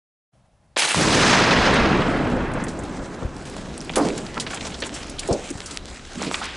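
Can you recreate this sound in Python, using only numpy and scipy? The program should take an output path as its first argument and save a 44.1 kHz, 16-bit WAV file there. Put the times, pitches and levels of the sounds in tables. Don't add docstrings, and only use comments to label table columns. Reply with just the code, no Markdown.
import sys
import numpy as np
from scipy import signal
from scipy.io import wavfile

SR = 44100
rng = np.random.default_rng(int(sys.argv[2]) if len(sys.argv) > 2 else 0)


def pcm_store(signal):
    levels = np.round(np.clip(np.atleast_2d(signal), -1, 1) * 32767)
    wavfile.write(sys.argv[1], SR, levels.astype(np.int16).T)


N = 289296
CRACK_S = .762

# time_s, level_db
DEBRIS_LEVELS = [(1.7, -45), (2.45, -44.5), (3.2, -46.5), (3.5, -42), (3.7, -43.5), (3.85, -43),
                 (4.05, -33), (4.3, -39), (4.62, -36.5), (4.7, -40), (5.2, -35.5), (5.8, -39.5),
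                 (6.0, -40.5), (6.14, -41), (6.22, -28), (6.3, -35.5), (6.38, -32), (6.56, -40.5)]


def from_db(db):
    return 10 ** (np.asarray(db) / 20)


def rms_one(x):
    return x / np.sqrt(np.mean(x ** 2) + 1e-20)


def in_time(levels):
    times, level_db = np.transpose(levels)
    t = np.arange(round(times[0] * SR), min(round(times[-1] * SR), N)) / SR
    return times[0], np.interp(t, times, level_db)


def at_hz(points, hz):
    pitches, level_db = np.transpose(points)
    return np.interp(np.log(hz), np.log(pitches), level_db)


def drift(rate_hz, size):
    step = 40
    pole = np.exp(-2 * np.pi * rate_hz * step / SR)
    slow = signal.lfilter([1], [1, -2 * pole, pole * pole], rng.standard_normal(N // step + 2002))[2000:]
    return np.interp(np.arange(size) / step, np.arange(len(slow)), rms_one(slow))


def band(x, low_hz, high_hz):
    sos = signal.butter(2, [low_hz, min(high_hz, .45 * SR)], "band", fs=SR, output="sos")
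    return signal.sosfilt(sos, x)


def noise(size):
    return rng.standard_normal((2, 2, size))


def add(out, start_s, sound):
    at = round(start_s * SR)
    out[:, at:at + sound.shape[1]] += sound[:, :N - at]
    return out


def lean(hz, pan_db=0.0):
    # pitch_hz, left_minus_right_db
    tilt = [(30, 0.5), (110, 3.5), (220, -1), (10000, -0.5)]
    return from_db((at_hz(tilt, hz) + pan_db) / 2 * np.array([[1], [-1]]))


def layer(levels, tone, flicker, rate_hz, source=noise, loss_db_per_s=0):
    # pitch_hz, side_minus_mid_db
    side_share = [(30, -24), (300, -23), (1500, -25), (4500, -21), (8000, -15)]
    start_s, level_db = in_time(levels)
    size = len(level_db)
    loss_db = loss_db_per_s * np.arange(size) / SR
    shared_wobble, raw = drift(rate_hz, size), source(size)
    out, power = 0, 0
    edges_hz = 22 * 2 ** np.arange(0, 9.3, .33)
    for k, (low, high) in enumerate(zip(edges_hz, edges_hz[1:])):
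        hz = np.sqrt(low * high)
        if not tone[0][0] / 1.5 < hz < tone[-1][0] * 1.5:
            continue
        mid, side = band(raw[k % 2], low, high) * from_db(at_hz(tone, hz))
        power += np.mean(mid ** 2)
        wobble_db = flicker * (1.15 * shared_wobble + 1.02 * drift(rate_hz, size))
        air_db = loss_db * (hz / 4000) ** 1.49
        stereo = mid + from_db(at_hz(side_share, hz)) * side * [[1], [-1]]
        out = out + from_db(wobble_db - air_db) * lean(hz) * stereo
    return add(np.zeros((2, N)), start_s, from_db(level_db) * out / np.sqrt(power))


def pulses(rows, octaves):
    out = np.zeros((2, N))
    click = np.eye(1, SR // 10)[0] + 1e-18
    spread = 2 ** (octaves / 2)
    for start_s, peak_db, hz in rows:
        push = band(click, hz / spread, hz * spread)
        add(out, start_s, from_db(peak_db) * push / np.abs(push).max() * lean(hz))
    return out


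def bursts(rows, trim_db, rise_s=1e-4):
    out = np.zeros((2, N))
    for start_s, level_db, hz, octaves, fade_s, *pan_db in rows:
        spread = 2 ** (np.clip(octaves, .3, 5) / 2)
        white = rng.standard_normal(SR // 3)[:round(max(fade_s, .04) * SR)]
        hiss = rms_one(band(white, hz / spread, hz * spread))
        t = np.arange(len(hiss)) / SR
        burst = hiss * from_db(level_db - trim_db - 60 * t / fade_s) * (1 - np.exp(-t / rise_s))
        burst = band(burst, hz / spread / 1.93, hz * spread * 1.32)
        scatter_db = 1.2 * rng.normal()
        add(out, start_s, burst * lean(hz, sum(pan_db) + scatter_db))
    return out


def hush(start_s=.318, fade_s=.017, level_db=-58.5):
    # pitch_hz, level_db
    tone = [(25, -5), (120, -1), (230, -12), (400, -23), (620, -13), (830, -15), (1000, -21.5),
            (2500, -30.5), (5000, -34), (11000, -37.5)]
    levels = [(start_s, level_db - 27), (start_s + fade_s, level_db),
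              (CRACK_S - fade_s, level_db), (CRACK_S + fade_s, level_db - 9)]
    return layer(levels, tone, flicker=0.9, rate_hz=10.0)


def crack(swell_s=.0085, tail_s=.002, top_db=-15):
    # low_hz, high_hz
    edges = (346, 4800)
    top_s, tail_db = CRACK_S + swell_s, top_db - 17
    start_s, level_db = in_time([(CRACK_S, top_db - 15), (top_s, top_db),
                                 (top_s + tail_s / 2, tail_db), (top_s + 2 * tail_s, tail_db)])
    white = rng.standard_normal(len(level_db))
    front = rms_one(band(band(white, *edges), *edges))
    return add(np.zeros((2, N)), start_s, from_db(level_db) * front * lean(1000))


def air_pushes():
    # start_s, peak_db, pitch_hz
    pushes = [(.7684, -12, 510), (.9458, -6.5, 800), (.9462, -31, 100), (3.249, -16.5, 60),
              (3.497, -25.5, 297), (3.5665, -22.5, 600), (3.9, -18.5, 600), (5.31, -15, 82),
              (5.553, -26, 87.5), (6.218, -16, 484), (6.3135, -12.5, 750)]
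    return pulses(pushes, octaves=1.58)


def fizz():
    # time_s, level_db
    levels = [(.773, -53), (.7742, -21), (.855, -19.5), (.868, -21.5), (.885, -18.5), (1.0, -28),
              (1.1, -60)]
    # pitch_hz, level_db
    tone = [(100, -19), (250, -11.5), (500, -6), (1500, -3), (2800, -2), (4500, -7), (9400, -11),
            (11800, -40)]
    return layer(levels, tone, flicker=2.37, rate_hz=86.0)


def roar():
    # time_s, level_db
    levels = [(.93, -50), (.96, -22), (1.06, -19.5), (1.2, -14), (1.4, -11.5), (1.75, -12.5), (2.3, -23.5),
              (2.5, -25), (2.62, -24), (2.75, -31.5), (3.4, -35), (3.8, -58)]
    # pitch_hz, level_db
    tone = [(200, -12), (400, -3), (800, -2.5), (1600, -2), (3000, -5.5), (6000, -5), (9400, -11.5),
            (11800, -25)]
    return layer(levels, tone, flicker=1.38, rate_hz=49.0, loss_db_per_s=13.0)


def boom():
    # time_s, level_db
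    levels = [(.94, -72), (.96, -23), (1.0, -17.5), (1.45, -22.5), (1.7, -18), (2.2, -20.5), (2.7, -28),
              (3.3, -36), (4.2, -34), (5.2, -37.5), (6.1, -46.5), (6.56, -43)]
    # pitch_hz, level_db
    tone = [(60, -14), (90, -8), (130, -1), (230, 0.5), (400, -5.5), (700, -11), (1200, -19)]
    return layer(levels, tone, flicker=1.0, rate_hz=16.0)


def rumble():
    # time_s, level_db
    levels = [(.94, -72), (.96, -32), (1.3, -36.5), (1.8, -27.5), (2.2, -32), (3.4, -42), (5.8, -42),
              (6.56, -46)]
    # pitch_hz, level_db
    tone = [(22, 2.5), (40, -9.5), (70, 0), (110, -24)]
    return layer(levels, tone, flicker=1.5, rate_hz=6.5)


def grains(size):
    grains_per_s = 520 * from_db(6.0 * drift(15.0, size))
    lands = rng.random((2, 2, size)) < grains_per_s / SR
    sizes = from_db(4.5 * np.minimum(rng.exponential(1, (2, 2, size)), 4))
    tails = signal.lfilter([1], [1, -np.exp(-1 / (0.0011 * SR))], lands * sizes)
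    return rms_one(tails * noise(size)) + from_db(1.0) * noise(size)


def patter():
    # pitch_hz, level_db
    tone = [(300, 2), (600, 2.5), (1200, 0), (2500, -2.5), (5000, -6), (7500, -7), (9400, -16.5),
            (11800, -28)]
    return layer(DEBRIS_LEVELS, tone, flicker=2.0, rate_hz=7.1, source=grains)


def ticks(per_s=70):
    count = round(per_s * (DEBRIS_LEVELS[-1][0] - DEBRIS_LEVELS[0][0]))
    when, size, pitch, length = rng.random((count, 4)).T
    first_s, patter_db = in_time(DEBRIS_LEVELS)
    start_s = first_s + when * (N / SR - first_s)
    level_db = patter_db[(when * (len(patter_db) - 1)).astype(int)] + 2 + 13 * size ** 2
    pitch_hz, octaves = 1200 * 2 ** (2.9 * pitch), np.full(count, 1.6)
    fade_s = 0.0033 + 0.035 * length ** 3
    return bursts(zip(start_s, level_db, pitch_hz, octaves, fade_s), trim_db=6.0)


def knocks():
    # start_s, level_db, pitch_hz, width_octaves, fade_s
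    pieces = [(1.7403, -21, 8400, 0.37, .032), (2.516, -29, 2500, 1.5, .03),
              (2.536, -25.5, 7400, .7, 0.037), (2.639, -19.5, 8000, .7, 0.039),
              (2.6825, -25.5, 5500, 1.4, 0.13), (2.7894, -27, 7600, 0.44, 0.063),
              (2.8344, -30.5, 7700, .6, 0.046), (3.2218, -20, 960, 1.1, 0.086),
              (3.4525, -30.5, 2500, 3.6, 0.46), (3.7774, -18, 8950, 0.32, 0.021),
              (3.805, -16, 5360, .4, 0.011), (3.8945, -12, 2600, 0.74, 0.034), (3.935, -20, 2490, 2, 0.059),
              (3.957, -5.5, 5850, 6.3, 0.1), (3.9803, -13.5, 6900, 0.73, 0.031),
              (4.1016, -14, 2320, 0.27, 0.021), (4.178, -14, 5600, 1.9, 0.024),
              (4.3695, -10.5, 1190, 0.58, 0.055), (4.3987, -11.5, 4900, 1.64, 0.1),
              (4.4653, -14.5, 1760, 2.6, 0.082), (4.5047, -12.5, 3100, 1.1, 0.016),
              (4.533, -17.5, 1670, 1.5, 0.058), (4.5447, -17.5, 6760, 1.2, .041),
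              (4.5728, -16.5, 2210, 1.5, .048), (4.609, -17, 2840, 2.1, 0.048),
              (4.7193, -25.5, 2560, 1.5, .11), (4.7432, -18, 3900, 0.86, 0.043),
              (4.802, -22, 6250, 1.1, 0.07), (4.8216, -10, 2270, 1.7, .057), (4.836, -18, 2740, 1.1, 0.07),
              (4.8664, -23.5, 9350, .3, .021), (4.9406, -22, 6230, 0.97, 0.19),
              (5.097, -20.5, 5840, 1.6, .034), (5.1852, -22, 3260, 0.74, .14),
              (5.1931, -11, 5670, 1.5, .046), (5.2305, -23, 2030, .9, .045), (5.2756, -22, 7160, 0.9, .067),
              (5.3266, -13.5, 6000, 0.88, 0.061), (5.5034, -18.5, 7310, .6, 0.042),
              (5.6592, -21.5, 6060, 1.05, .12), (5.7099, -20.5, 5400, 1.2, .087),
              (6.208, -22, 2320, 1.4, 0.069), (6.222, -15, 5600, .8, 0.031), (6.265, -22, 3330, 1.2, .17),
              (6.3426, -3, 2060, 1.75, 0.026), (6.393, -29, 6350, 0.98, 0.037),
              (6.413, -14, 1070, 0.96, 0.12)]
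    return bursts(pieces, trim_db=10.0)


def thuds():
    # start_s, level_db, pitch_hz, width_octaves, fade_s, left_minus_right_db
    panels = [(3.222, -17, 150, 3.4, .079, 4), (3.964, -8.5, 430, 2.53, 0.27, -1.5),
              (4.0, -9.5, 284, 0.98, 0.27, 0), (4.035, -13.5, 320, 1.66, .48, -3),
              (4.368, -14.5, 504, 2.8, 0.083, -1), (4.82, -20.5, 364, 1.4, 0.15, 1),
              (5.285, -12, 472, 1.03, .2, -0.5), (5.303, -7.5, 266, 2, 0.14, 1.5),
              (5.333, -19, 480, 0.89, .26, -0.5), (5.5, -21.5, 250, 0.89, 0.13, 1),
              (6.153, -24.5, 217, 0.66, 0.81, -1.5), (6.185, -29, 286, 0.97, 0.33, -1),
              (6.26, -19, 287, 1.4, .2, -1), (6.42, -28, 1750, 2.2, 1, -0.5)]
    return bursts(panels, trim_db=2.0, rise_s=0.0045)


def snaps():
    # start_s, peak_db, pitch_hz
    clicks = [(3.7789, -19.5, 5000), (3.814, -18, 4900), (4.0872, -12.5, 3550), (4.3442, -20, 3000),
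              (4.3786, -13, 1450), (4.894, -19, 2000), (5.6048, -15, 2880), (5.7442, -21, 6600),
              (5.7732, -8, 3070), (5.8565, -20, 3980), (6.134, -23, 4000), (6.313, -20, 3000),
              (6.3438, -17, 3500)]
    return pulses(clicks, octaves=1.98)


def scene():
    landings = knocks() + thuds() + snaps()
    field_and_blast = hush() + crack() + air_pushes() + fizz()
    echoes = roar() + boom() + rumble()
    return field_and_blast + echoes + patter() + ticks() + landings


def record(dry):
    rounded = .8 * np.tanh(dry / .8)
    return signal.sosfilt(signal.ellip(14, .5, 62, 11000, fs=SR, output="sos"), rounded)


dry = scene()
out = record(dry)
pcm_store(out)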